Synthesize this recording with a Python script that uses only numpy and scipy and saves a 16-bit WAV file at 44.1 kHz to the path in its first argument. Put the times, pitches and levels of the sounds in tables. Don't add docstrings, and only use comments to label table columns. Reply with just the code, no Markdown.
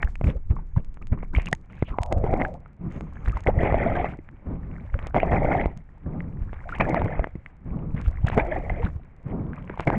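import sys
import numpy as np
from scipy import signal
from scipy.fft import rfft, irfft, next_fast_len
from scipy.io import wavfile
from scipy.ndimage import uniform_filter1d

SR = 44100
rng = np.random.default_rng(int(sys.argv[2]) if len(sys.argv) > 2 else 0)


def materialize(psi):
    bounded = np.clip(np.atleast_2d(psi).T, -1, 1)
    quanta = np.round(bounded * 32767).astype(np.int16)
    wavfile.write(sys.argv[1], SR, quanta)


N = 440110
TIME = np.arange(N) / SR


def from_db(db):
    return 10 ** (np.asarray(db) / 20)


def rms_one(x):
    return x / np.sqrt(np.mean(x ** 2) + 1e-20)


def add(out, s, sound):
    start = max(round(s * SR), 0)
    part = sound[:max(N - start, 0)]
    out[start:start + len(part)] += part


def low_pass(x, hz, order):
    return signal.sosfilt(signal.butter(order, min(hz, 0.45 * SR), fs=SR, output="sos"), x)


def coloured(x, colour):
    hz, db = np.transpose(colour)
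    size = next_fast_len(N)
    bins = np.maximum(np.arange(size // 2 + 1) * SR / size, 1)
    shape = np.interp(np.log(bins), np.log(hz), db)
    slope = np.minimum(bins / hz[0], 1) * np.minimum(hz[-1] / bins, 1)
    return rms_one(irfft(rfft(x, size) * from_db(shape) * slope ** 2, size)[:N])


def steadied(x, span_s):
    size = max(int(span_s * SR), 2)
    power = uniform_filter1d(uniform_filter1d(x ** 2, size), size)
    return x / np.sqrt(np.maximum(power, 1e-9))


def drift(per_s):
    knots = rng.standard_normal(int(per_s * N / SR) + 2)
    return np.interp(TIME * per_s, np.arange(len(knots)), knots)


def envelope(s, hold_s, db, attack_s, release_s, sag_db_per_s=0):
    t = np.arange(-int(attack_s * SR), int((max(hold_s, 0) + release_s) * SR)) / SR
    away = np.maximum(-t, 0) / attack_s + np.maximum(t - hold_s, 0) / release_s
    gain = from_db(db - 60 * away - sag_db_per_s * np.maximum(t, 0))
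    out = np.zeros(N)
    add(out, max(s + t[0], 0), gain[s + t >= 0])
    return out


def ring(clicks, hz, t60):
    r, w = from_db(-60 / (t60 * SR)), 2 * np.pi * hz / SR
    return signal.lfilter([0, np.sin(w)], [1, -2 * r * np.cos(w), r * r], clicks + 1e-18)


def random_clicks(per_s, spread_db):
    sizes = from_db(spread_db * np.minimum(rng.exponential(1, N), 4)) * rng.choice([-1, 1], N)
    return sizes * (rng.random(N) < per_s / SR)


def bubble(hz, t60, rise, swell_cycles=0.05):
    t = np.arange(int(t60 * SR) + 2) / SR
    shape = from_db(-60 * t / t60) * (1 - np.exp(-hz * t / swell_cycles))
    return shape * np.sin(2 * np.pi * hz * t * (1 + rise * t / t60 / 2))


def bubble_cloud(per_s, low_hz, high_hz, cycles, spread_db, clump_db, count=20):
    clicks, dealt = random_clicks(per_s, spread_db), rng.integers(0, count, N)
    out = np.zeros(N)
    for k, hz in enumerate(np.geomspace(low_hz, high_hz, count)):
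        clumps = from_db(clump_db * drift(per_s=20))
        tone = bubble(hz, cycles / hz, rise=0.25)
        out += hz * signal.oaconvolve(clicks * (dealt == k) * clumps, tone)[:N]
    return rms_one(out)


def stray_bubbles(per_s, low_hz, high_hz, cycles, rise, spread_db, wall_hz=2900):
    out = np.zeros(N)
    for when, pitch, size in rng.random((int(per_s * N / SR), 3)):
        hz = low_hz * (high_hz / low_hz) ** pitch
        add(out, when * N / SR, from_db(-spread_db * size) * bubble(hz, cycles / hz, rise))
    return low_pass(out, wall_hz, order=5)


def gliding_noise(hz, width_hz):
    noise = low_pass([1, 1j] @ rng.standard_normal((2, N)), width_hz, order=3)[:len(hz)]
    return np.real(noise * np.exp(2j * np.pi * np.cumsum(hz) / SR))


def wandering(centre_hz, wander_octaves, width_hz, lumps_db=5):
    hz = centre_hz * 2 ** (wander_octaves * drift(per_s=22))
    noise = gliding_noise(hz, width_hz)
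    lumps = from_db(lumps_db * np.clip(drift(per_s=40), -2, 1))
    return rms_one(lumps * noise)


# (time [s], length [s], spray level [dB],
# sizzle level [dB], crackle on the housing before film's final gain [dB])
SPLASHES = [(-0.01, 0.1, -47.5, -87, -73.5), (0.239, 0.0053, -44, -51, -65.5),
            (0.269, 0.035, -39.5, -50, -88), (0.501, 0.0069, -51.5, -62, -82.5),
            (0.563, 0.032, -46, -80, -95), (0.764, 0.013, -41, -60, -97), (1.016, 0.013, -56.5, -65, -89),
            (1.123, 0.0081, -40.5, -76, -105), (1.176, 0.071, -53.5, -82, -103),
            (1.336, 0.089, -45.5, -63, -71), (1.459, 0.026, -47, -59, -71),
            (1.698, 0.13, -61.5, -65.5, -90), (1.88, 0.022, -50.5, -54, -86), (2.903, 0.078, -64, -64, -83),
            (3.251, 0.041, -51.5, -60, -74), (3.337, 0.056, -46.5, -65, -89),
            (4.084, 0.045, -48, -56.5, -87.5), (4.73, 0.016, -51.5, -78, -107),
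            (4.988, 0.094, -47.5, -64, -95), (6.689, 0.093, -45, -55, -77.5),
            (7.964, 0.049, -48, -58.5, -90), (8.045, 0.017, -63, -52, -78), (8.265, 0.022, -37, -42, -68),
            (8.317, 0.027, -38.5, -48.5, -84), (8.822, 0.043, -39.5, -52.5, -85),
            (9.54, 0.064, -51, -72, -99), (9.7, 0.037, -51.5, -72, -104), (9.79, 0.046, -46, -55, -86)]
# (frequency [Hz], level [dB per Hz])
SPRAY_COLOUR = [(200, -12.5), (450, 12.5), (900, 12), (1400, 8), (2300, 5), (2800, -23), (3500, -36.5),
                (4500, -49.5), (8000, -45.5)]
SIZZLE_COLOUR = [(2200, -1), (2700, -0.5), (3300, -10), (3800, -16), (4400, -25), (6000, -28.5)]


def spray(sea_db=-69, wake_s=2.84, wake_db=-70.5, near_db=-54, bright_db=-17, swing_db=-9, chirp_db=8):
    ahead = reaching()
    shed = sum(envelope(s, hold_s, db + swing_db, attack_s=0.05, release_s=0.11)
               for s, hold_s, _, db, _ in SWINGS)
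    wake = envelope(wake_s, N / SR, wake_db, attack_s=0.42, release_s=0.5)
    gain = (from_db(sea_db) + wake + ahead + shed) * from_db(2.4 * drift(per_s=25))
    fine_gain = from_db(bright_db) * gain
    for s, hold_s, db, sizzle_db, _ in SPLASHES:
        shape = envelope(s, hold_s, 0, attack_s=0.0085, release_s=0.079)
        gain = gain + from_db(db) * shape
        fine_gain = fine_gain + from_db(sizzle_db) * shape
    wash = rms_one(random_clicks(per_s=12000, spread_db=3.5))
    tinkle = bubble_cloud(per_s=900, low_hz=505, high_hz=3720, cycles=22, spread_db=8.5, clump_db=5.0)
    drizzle = wash + np.minimum(gain / from_db(near_db), 1) * tinkle
    splash = steadied(coloured(drizzle, SPRAY_COLOUR), span_s=0.042)
    sizzle = steadied(coloured(drizzle, SIZZLE_COLOUR), span_s=0.042)
    chirps = stray_bubbles(per_s=26, low_hz=1000, high_hz=2400, cycles=46, rise=0.18, spread_db=12.5)
    return gain * splash + fine_gain * sizzle + from_db(chirp_db) * ahead * chirps


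# (time [s], length [s], level [dB])
HISSES = [(0, 2.3, -93), (2.926, 0.084, -76), (3.148, 0.27, -84.5)]
# (frequency [Hz], level [dB per Hz])
FILM_COLOUR = [(2500, 1), (6520, -1), (6850, 1), (8800, -5), (10500, -20.5), (14000, -22)]


def film(lull_db=-96, under_db=-82, reach_db=-38, hiss_hz=6500):
    gain = from_db(lull_db) + from_db(reach_db) * reaching()
    gain += sum(envelope(s, under_s, under_db, attack_s=0.2, release_s=0.5, sag_db_per_s=sag / 2)
                for s, under_s, *_, sag in PLUNGES)
    gain *= from_db(3.0 * drift(per_s=30))
    gain += sum(envelope(s, hold_s, db, attack_s=0.033, release_s=0.3) for s, hold_s, *_, db in SPLASHES)
    crackle = rms_one(random_clicks(per_s=230, spread_db=13.0)) + from_db(-14.0) * rng.standard_normal(N)
    crackle = steadied(coloured(crackle, FILM_COLOUR), span_s=0.056)
    hiss = rms_one(np.diff(ring(rng.standard_normal(N), hiss_hz, t60=0.008), prepend=0))
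    hiss_gain = sum(envelope(*row, attack_s=0.083, release_s=0.35) for row in HISSES)
    hiss_gain = hiss_gain * from_db(4.5 * drift(per_s=12.0))
    return from_db(6.0) * gain * crackle + hiss_gain * hiss


# (frequency [Hz], level [dB per Hz])
RUSH_COLOUR = [(50, -1.5), (100, -4), (160, 2.5), (240, -7.5), (380, -15.5), (700, -30), (1200, -30.5),
               (2500, -68.5)]
SURGE_COLOUR = [(14, -0.5), (28, -1), (50, -3.5), (80, -6), (120, -13.5), (220, -54), (500, -76)]


def flow(rush_db=-63, surge_db=-48, rush_splash_db=-6, rush_slap_db=-34, surge_under_db=-32, surge_slap_db=-21):
    rush, surge = from_db(rush_db), from_db(surge_db)
    for s, hold_s, db, *_ in SPLASHES:
        rush = rush + envelope(s, hold_s, db + rush_splash_db, attack_s=0.018, release_s=0.18)
    for s, under_s, _, _, db, _, _, sag in PLUNGES:
        rush += envelope(s, under_s, db, attack_s=0.04, release_s=0.27, sag_db_per_s=sag / 2)
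        surge = surge + envelope(s, under_s, surge_under_db, attack_s=0.14, release_s=0.4, sag_db_per_s=sag / 2)
    for s, hold_s, swing_rush_db, _, swing_surge_db in SWINGS:
        rush += envelope(s, hold_s, swing_rush_db, attack_s=0.05, release_s=0.8)
        surge += envelope(s, 0.57, swing_surge_db, attack_s=0.1, release_s=1.0)
    for s, db, _ in SLAPS:
        rush += envelope(s, 0, db + rush_slap_db, attack_s=0.054, release_s=0.14)
        surge += envelope(s, 0, db + surge_slap_db, attack_s=0.26, release_s=0.28)
    lumps = from_db(4.0 * drift(per_s=30))
    eddies = lumps * steadied(coloured(rng.standard_normal(N), RUSH_COLOUR), span_s=0.04)
    swell = steadied(coloured(rng.standard_normal(N), SURGE_COLOUR), span_s=0.06)
    swell = from_db(2.5 * drift(per_s=14)) * swell
    return from_db(10.0) * rush * eddies + surge * swell


def rocking(end_s=1.41, surge_db=-31, sway_hz=30):
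    sway = low_pass(coloured(rng.standard_normal(N), SURGE_COLOUR), sway_hz, order=4)
    return envelope(0, end_s, surge_db, attack_s=0.08, release_s=0.66) * steadied(sway, span_s=0.1)


# (time [s], level before the final gain [dB], pitch [Hz], 60 dB decay time [s])
PLOPS = [(0.0272, -21, 1970, 0.01), (0.0299, -8.5, 1810, 0.004), (0.046, -44, 2680, 0.019),
         (0.1557, -26.5, 2460, 0.0041), (0.2122, -16, 575, 0.0069), (0.972, -30.5, 1060, 0.0021),
         (1.1299, -22.5, 655, 0.0073), (1.2306, -18.5, 517, 0.0037), (1.3845, -14, 550, 0.0052),
         (1.3499, -21, 2190, 0.024), (1.363, -22.5, 2980, 0.0081), (1.368, -25, 2300, 0.01),
         (1.47, -24.5, 2720, 0.021), (1.479, -28.5, 2400, 0.014), (1.5285, -10, 1845, 0.014),
         (1.5289, -14.5, 700, 0.01), (1.8248, -1, 296, 0.0046), (1.9859, -8.5, 744, 0.0076),
         (2.1238, -10, 557, 0.0098), (2.2403, -19.5, 414, 0.047), (2.339, -8.5, 507, 0.011),
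         (2.4142, -9, 680, 0.0069), (2.4187, -19.5, 2020, 0.017), (2.4503, -18.5, 1590, 0.015),
         (2.66, -37, 1260, 0.0081), (3.0087, -16, 540, 0.0022), (3.259, -25, 1500, 0.0042),
         (3.276, -27, 1300, 0.007), (3.296, -31, 2500, 0.0065), (3.37, -21, 960, 0.013),
         (3.4705, -17, 2070, 0.017), (3.6331, -2, 375, 0.0043), (3.7242, -9, 630, 0.0068),
         (3.7431, -9, 630, 0.029), (4.0441, -13.5, 730, 0.016), (4.189, -28.5, 302, 0.024),
         (4.289, -31.5, 1690, 0.0033), (4.942, -22.5, 1400, 0.0058), (5.0683, -19, 585, 0.0037),
         (5.145, -10.5, 900, 0.005), (5.1637, -10.5, 690, 0.027), (5.2015, -17.5, 2280, 0.01),
         (5.2313, -10.5, 650, 0.027), (5.448, -13.5, 560, 0.027), (5.5507, -13.5, 735, 0.04),
         (5.613, -19, 1950, 0.006), (5.6585, -4, 450, 0.004), (6.2049, -28.5, 1950, 0.0087),
         (6.5311, -10, 457, 0.0014), (6.8092, -9.5, 1000, 0.0053), (6.907, -23, 630, 0.013),
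         (6.9448, -5, 840, 0.0045), (7.0182, -12.5, 810, 0.009), (7.059, -14, 480, 0.0093),
         (7.194, -15, 634, 0.019), (7.2432, -13, 670, 0.0041), (7.2426, -17.5, 1700, 0.0063),
         (7.271, -20, 560, 0.0057), (7.354, -27.5, 310, 0.025), (7.4613, -27.5, 2030, 0.0069),
         (8.119, -31, 520, 0.0034), (8.283, -18.5, 1720, 0.0063), (8.2995, -13.5, 626, 0.0037),
         (8.3767, -5.5, 450, 0.013), (8.397, -13, 900, 0.0047), (8.7013, -20, 714, 0.02),
         (8.697, -25, 2000, 0.032), (9.533, -32, 1520, 0.012), (9.6969, -23, 1550, 0.0046),
         (9.6996, -22.5, 380, 0.013), (9.775, -26, 845, 0.013), (9.797, -5.5, 766, 0.0021),
         (9.806, -19, 1000, 0.005), (9.9019, -6, 800, 0.005)]


def plops(wall_db=-17, wall_hz=2050, wall_t60=0.015):
    out = np.zeros(N)
    for s, db, hz, t60 in PLOPS:
        add(out, s, from_db(db) * bubble(hz, t60, rise=0.18))
        wall_gain = from_db(db + wall_db) * np.minimum(t60 / wall_t60, 1)
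        add(out, s, wall_gain * bubble(wall_hz, wall_t60, rise=0))
    return from_db(3.0) * low_pass(out, hz=2730, order=5)


# (time [s], length [s], peak level [dB], start pitch [Hz], end pitch [Hz])
GULPS = [(0.032, 0.0094, -33, 1600, 2100), (1.515, 0.044, -35, 664, 1060), (1.941, 0.0088, -31, 1020, 1130),
         (3.328, 0.016, -34, 1230, 1280), (3.483, 0.024, -10.5, 359, 1140), (3.589, 0.01, -26, 1840, 2200),
         (3.827, 0.011, -24, 1920, 2200), (3.86, 0.03, -17.5, 597, 785), (3.954, 0.013, -29.5, 1520, 1750),
         (3.998, 0.015, -20.5, 683, 814), (4.949, 0.028, -34, 516, 600), (5.182, 0.0085, -25, 2030, 2300),
         (5.343, 0.031, -20.5, 727, 850), (5.52, 0.014, -22, 750, 1085), (5.583, 0.011, -28.5, 1700, 2000),
         (6.723, 0.016, -25.5, 1300, 1600), (7.123, 0.014, -34, 1680, 1890), (8.514, 0.032, -23, 594, 667),
         (8.519, 0.017, -29.5, 1580, 2200), (8.561, 0.011, -20.5, 696, 845),
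         (8.792, 0.052, -30.5, 450, 520), (8.864, 0.014, -32.5, 1200, 2300)]


def gulps():
    out = np.zeros(N)
    for s, length_s, db, start_hz, end_hz in GULPS:
        hz = np.geomspace(start_hz, end_hz, max(int(length_s * SR), 2))
        u = np.linspace(0, 1, len(hz))
        swell = np.sin(np.pi * np.sqrt(u)) ** 2
        add(out, s, from_db(db) * swell * np.sin(2 * np.pi * np.cumsum(hz) / SR))
    return out


# (time [s], peak level [dB], pitch [Hz])
SLAPS = [(0.047, -13, 45), (0.215, -22, 129), (0.244, -9.5, 81.4), (0.278, -9.5, 56), (0.366, -18.5, 50.7),
         (0.51, -8, 68), (0.774, -7, 100), (1.126, -9, 76.4), (1.378, -8, 58), (1.532, -22, 148),
         (1.829, -15, 85), (1.915, -20, 44.3), (2.01, -14.5, 70), (2.175, -9.5, 58), (2.243, -19, 93),
         (2.337, -13.5, 92), (3.284, -12, 56), (3.303, -18.5, 85), (3.359, -18.5, 44.7), (3.478, -14, 81),
         (3.58, -9.5, 79), (3.637, -15.5, 70.4), (3.728, -12.5, 77), (4.704, -29, 170),
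         (4.948, -14.5, 56.6), (5.338, -14.5, 67.6), (5.451, -16, 130), (5.563, -14, 89),
         (5.668, -18, 47.4), (5.771, -26.5, 121), (6.421, -19, 52), (6.8, -22.5, 170), (7.046, -14.5, 75.5),
         (7.056, -18, 95), (7.2, -13.5, 39.3), (7.358, -24.5, 140), (7.947, -15, 128), (8.081, -10, 52),
         (8.246, -8, 95), (8.325, -16.5, 81), (8.707, -16.5, 44), (8.846, -12.5, 57.6), (8.961, -19.5, 92)]


def thumps(froth_db=-28, froth_hz=700, froth_t60=0.066, wall_hz=2800):
    pressure, puffs = np.zeros(N), np.zeros(N)
    t = np.arange(-SR // 20, SR // 20) / SR
    for s, db, hz in SLAPS:
        u = (np.pi * hz * t) ** 2
        add(pressure, s + t[0], from_db(db) * (2 * u - 1) * np.exp(-u))
        add(puffs, s, from_db(db - 60 * (t - t[0]) / froth_t60))
    froth = low_pass(low_pass(rng.standard_normal(N), froth_hz, order=2), wall_hz, order=4)
    return pressure + from_db(froth_db) * puffs * rms_one(froth)


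# (time [s], level before mode levels and the final gain [dB])
DROPS = [(0.1558, -59), (0.847, -68), (0.943, -68), (1.0706, -60.5), (1.459, -50), (1.4857, -56),
         (1.529, -35.5), (1.5504, -56), (2.0186, -60), (2.0332, -45), (2.062, -56.5), (2.126, -46.5),
         (2.541, -65), (3.009, -62), (3.3736, -61.5), (3.4062, -59), (3.438, -63), (5.0702, -52.5),
         (5.7744, -61), (6.8944, -54.5), (8.0144, -60.5), (8.269, -54.5), (8.376, -57), (9.806, -56),
         (9.872, -60)]
# (frequency [Hz], relative level [dB], 60 dB decay time [s])
HOUSING = [(2240, 20, 0.0011), (5440, 3.5, 0.0022), (6450, 1.5, 0.0078), (8200, 6, 0.0012)]


def drops():
    out = np.zeros(N)
    chance_db = 2 * rng.standard_normal((len(DROPS), len(HOUSING)))
    for (s, db), luck in zip(DROPS, chance_db):
        for k, (hz, mode_db, t60) in enumerate(HOUSING):
            add(out, s, (-1) ** k * from_db(db + mode_db + luck[k]) * bubble(hz, t60, rise=0))
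    return from_db(9.0) * low_pass(out, hz=11300, order=3)


# (start [s], end [s], level before the swell [dB], start pitch [Hz], end pitch [Hz])
SWISHES = [(0.324, 0.38, -41, 447, 560), (1.339, 1.46, -45, 2430, 2135), (1.437, 1.487, -58, 2890, 2490),
           (1.684, 1.868, -66, 2170, 2600), (1.836, 1.91, -53.5, 2600, 2840), (1.871, 2.01, -48, 1300, 896),
           (1.929, 2.157, -37.5, 970, 640), (2.052, 2.294, -32.5, 684, 518),
           (2.474, 2.593, -42.5, 565, 581), (6.643, 6.702, -41, 603, 786), (6.744, 6.765, -37, 1900, 2300),
           (8.329, 8.454, -27.5, 682.4, 859)]


def swishes(width_share=0.19):
    out = np.zeros(N)
    for start, end, db, start_hz, end_hz in SWISHES:
        hz = np.geomspace(start_hz, end_hz, max(int((end - start) * SR), 2))
        swish = rms_one(gliding_noise(hz, width_share * start_hz))
        add(out, start, from_db(db) * np.hanning(len(hz)) * swish)
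    return out


# (time [s], time under water [s], gurgle level [dB], fizz level before its cut [dB],
# rush level before flow's final gain [dB], gurgle lag [s], fizz lag [s], sag [dB/s])
PLUNGES = [(2.109, 0.33, -32, -46.5, -44, 0.2, 0.16, -17), (3.471, 0.54, -29, -32.5, -46, 0.11, 0.15, -2),
           (5.152, 0.47, -30.5, -37, -41, 0.075, 0.063, -0.5),
           (6.807, 0.42, -27, -34.5, -42, 0.068, 0.033, 43.5),
           (8.368, 0.473, -32.5, -41, -50, 0.011, 0.04, 26),
           (9.875, 0.2, -36, -36, -35.5, 0.05, 0.053, -25)]
# (time [s], length [s], roar level [dB], fizz level before its cut [dB])
BURSTS = [(2.116, 0.0056, -22.5, -62), (2.239, 0.035, -29, -57), (2.328, 0.0084, -24.5, -40),
          (2.398, 0.007, -26, -27.5), (3.465, 0.03, -23.5, -34.5), (4.048, 0.018, -36.5, -33),
          (5.148, 0.033, -20.5, -31.5), (5.316, 0.023, -20, -26), (5.356, 0.013, -29.5, -29.5),
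          (5.515, 0.012, -26.5, -30), (5.598, 0.018, -33, -34.5), (6.801, 0.014, -18, -21.5),
          (6.958, 0.015, -31, -35), (8.372, 0.012, -16, -31), (8.394, 0.0065, -39, -25.5),
          (8.514, 0.057, -38, -42), (9.873, 0.0093, -17.5, -27), (9.929, 0.0072, -23.5, -46)]
# (frequency [Hz], level [dB per Hz])
GURGLE_COLOUR = [(150, -5), (270, -5), (520, 1), (720, 3), (900, -4.5), (1150, -18.5), (1600, -27.5),
                 (3000, -72)]
FIZZ_COLOUR = [(700, -20.5), (1200, -8), (1600, -7), (2080, -1), (2400, -9.5), (2750, -23), (3300, -25),
               (4100, -46), (6000, -42)]
BURST_COLOUR = [(130, 7), (450, 2.5), (800, 4.5), (1100, -8.5), (1500, -16), (2300, -32), (3200, -49.5),
                (5000, -47)]


def churn(blip_db=4.0, tick_db=4.5, large_cavity_db=-7, cavity_db=-6, small_cavity_db=-8):
    gurgle_gain = fizz_gain = burst_gain = 0
    for s, under_s, gurgle_db, fizz_db, _, gurgle_lag, fizz_lag, sag in PLUNGES:
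        gurgle_gain += envelope(s + gurgle_lag, under_s - gurgle_lag, gurgle_db, attack_s=0.18,
                                release_s=0.3, sag_db_per_s=sag)
        fizz_gain += envelope(s + fizz_lag, under_s - fizz_lag, fizz_db, attack_s=0.034 + 1.57 * fizz_lag,
                              release_s=0.28, sag_db_per_s=sag / 2)
    for s, hold_s, roar_db, fizz_db in BURSTS:
        burst_gain += envelope(s, hold_s, roar_db, attack_s=0.02, release_s=0.077)
        fizz_gain += envelope(s, hold_s, fizz_db, attack_s=0.0063, release_s=0.066)
    large = bubble_cloud(per_s=900, low_hz=210, high_hz=1257, cycles=20, spread_db=3.5, clump_db=4.0)
    small = bubble_cloud(per_s=1500, low_hz=1100, high_hz=3900, cycles=36, spread_db=4.5, clump_db=4.5)
    blips = stray_bubbles(per_s=6.7, low_hz=480, high_hz=864, cycles=51, rise=0.3, spread_db=3.0)
    ticks = stray_bubbles(per_s=35, low_hz=1500, high_hz=2300, cycles=24, rise=0.2, spread_db=8)
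    gurgle = steadied(coloured(large, GURGLE_COLOUR), span_s=0.06)
    gurgle += from_db(cavity_db) * wandering(centre_hz=657.5, wander_octaves=0.22, width_hz=78)
    gurgle += from_db(large_cavity_db) * wandering(centre_hz=288.5, wander_octaves=0.3, width_hz=67)
    gurgle += from_db(blip_db) * blips
    fizz = steadied(coloured(small, FIZZ_COLOUR), span_s=0.06)
    fizz += from_db(small_cavity_db) * wandering(centre_hz=2054, wander_octaves=0.16, width_hz=170)
    fizz += from_db(tick_db) * ticks
    roar = steadied(coloured(random_clicks(per_s=3600, spread_db=7.0), BURST_COLOUR), span_s=0.0084)
    clusters = from_db(2.6 * drift(per_s=36))
    return clusters * (gurgle_gain * gurgle + from_db(-5.5) * fizz_gain * fizz) + burst_gain * roar


def reaching(db=-54.5, rise_s=1.1, lead_s=0.18):
    return sum(envelope(s - lead_s, 0, db, rise_s, release_s=1.0) for s, *_ in PLUNGES[1:])


# (time [s], time at top speed [s], rush level before flow's
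# final gain [dB], wind level before its final gain [dB], pressure surge level [dB])
SWINGS = [(2.808, 0.24, -48.5, -68, -43.5), (4.465, 0.088, -44, -59, -40), (6.064, 0.17, -43.5, -58.5, -38),
          (7.666, 0.19, -44, -59.5, -36), (9.263, 0.16, -40, -52, -51)]


def swings(low_hz=230, high_hz=900):
    gain = sum(envelope(s + hold_s / 2, 0, db, attack_s=0.27, release_s=0.42)
               for s, hold_s, _, db, _ in SWINGS)
    band = signal.butter(3, [low_hz, high_hz], "band", fs=SR, output="sos")
    wind = low_pass(signal.sosfilt(band, rng.standard_normal(N)), low_hz, order=1)
    return from_db(17.5) * gain * rms_one(wind)


def scene():
    water = spray() + film() + swishes() + churn()
    hits = plops() + gulps() + thumps() + drops()
    return (water + hits + flow() + rocking() + swings())[None]


def record(dry, top=0.5, stop_hz=15400):
    rounded = dry / (1 + (dry / top) ** 6) ** (1 / 6)
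    return signal.sosfilt(signal.cheby2(12, 70, stop_hz, fs=SR, output="sos"), rounded)


dry = scene()
out = record(dry)
materialize(out)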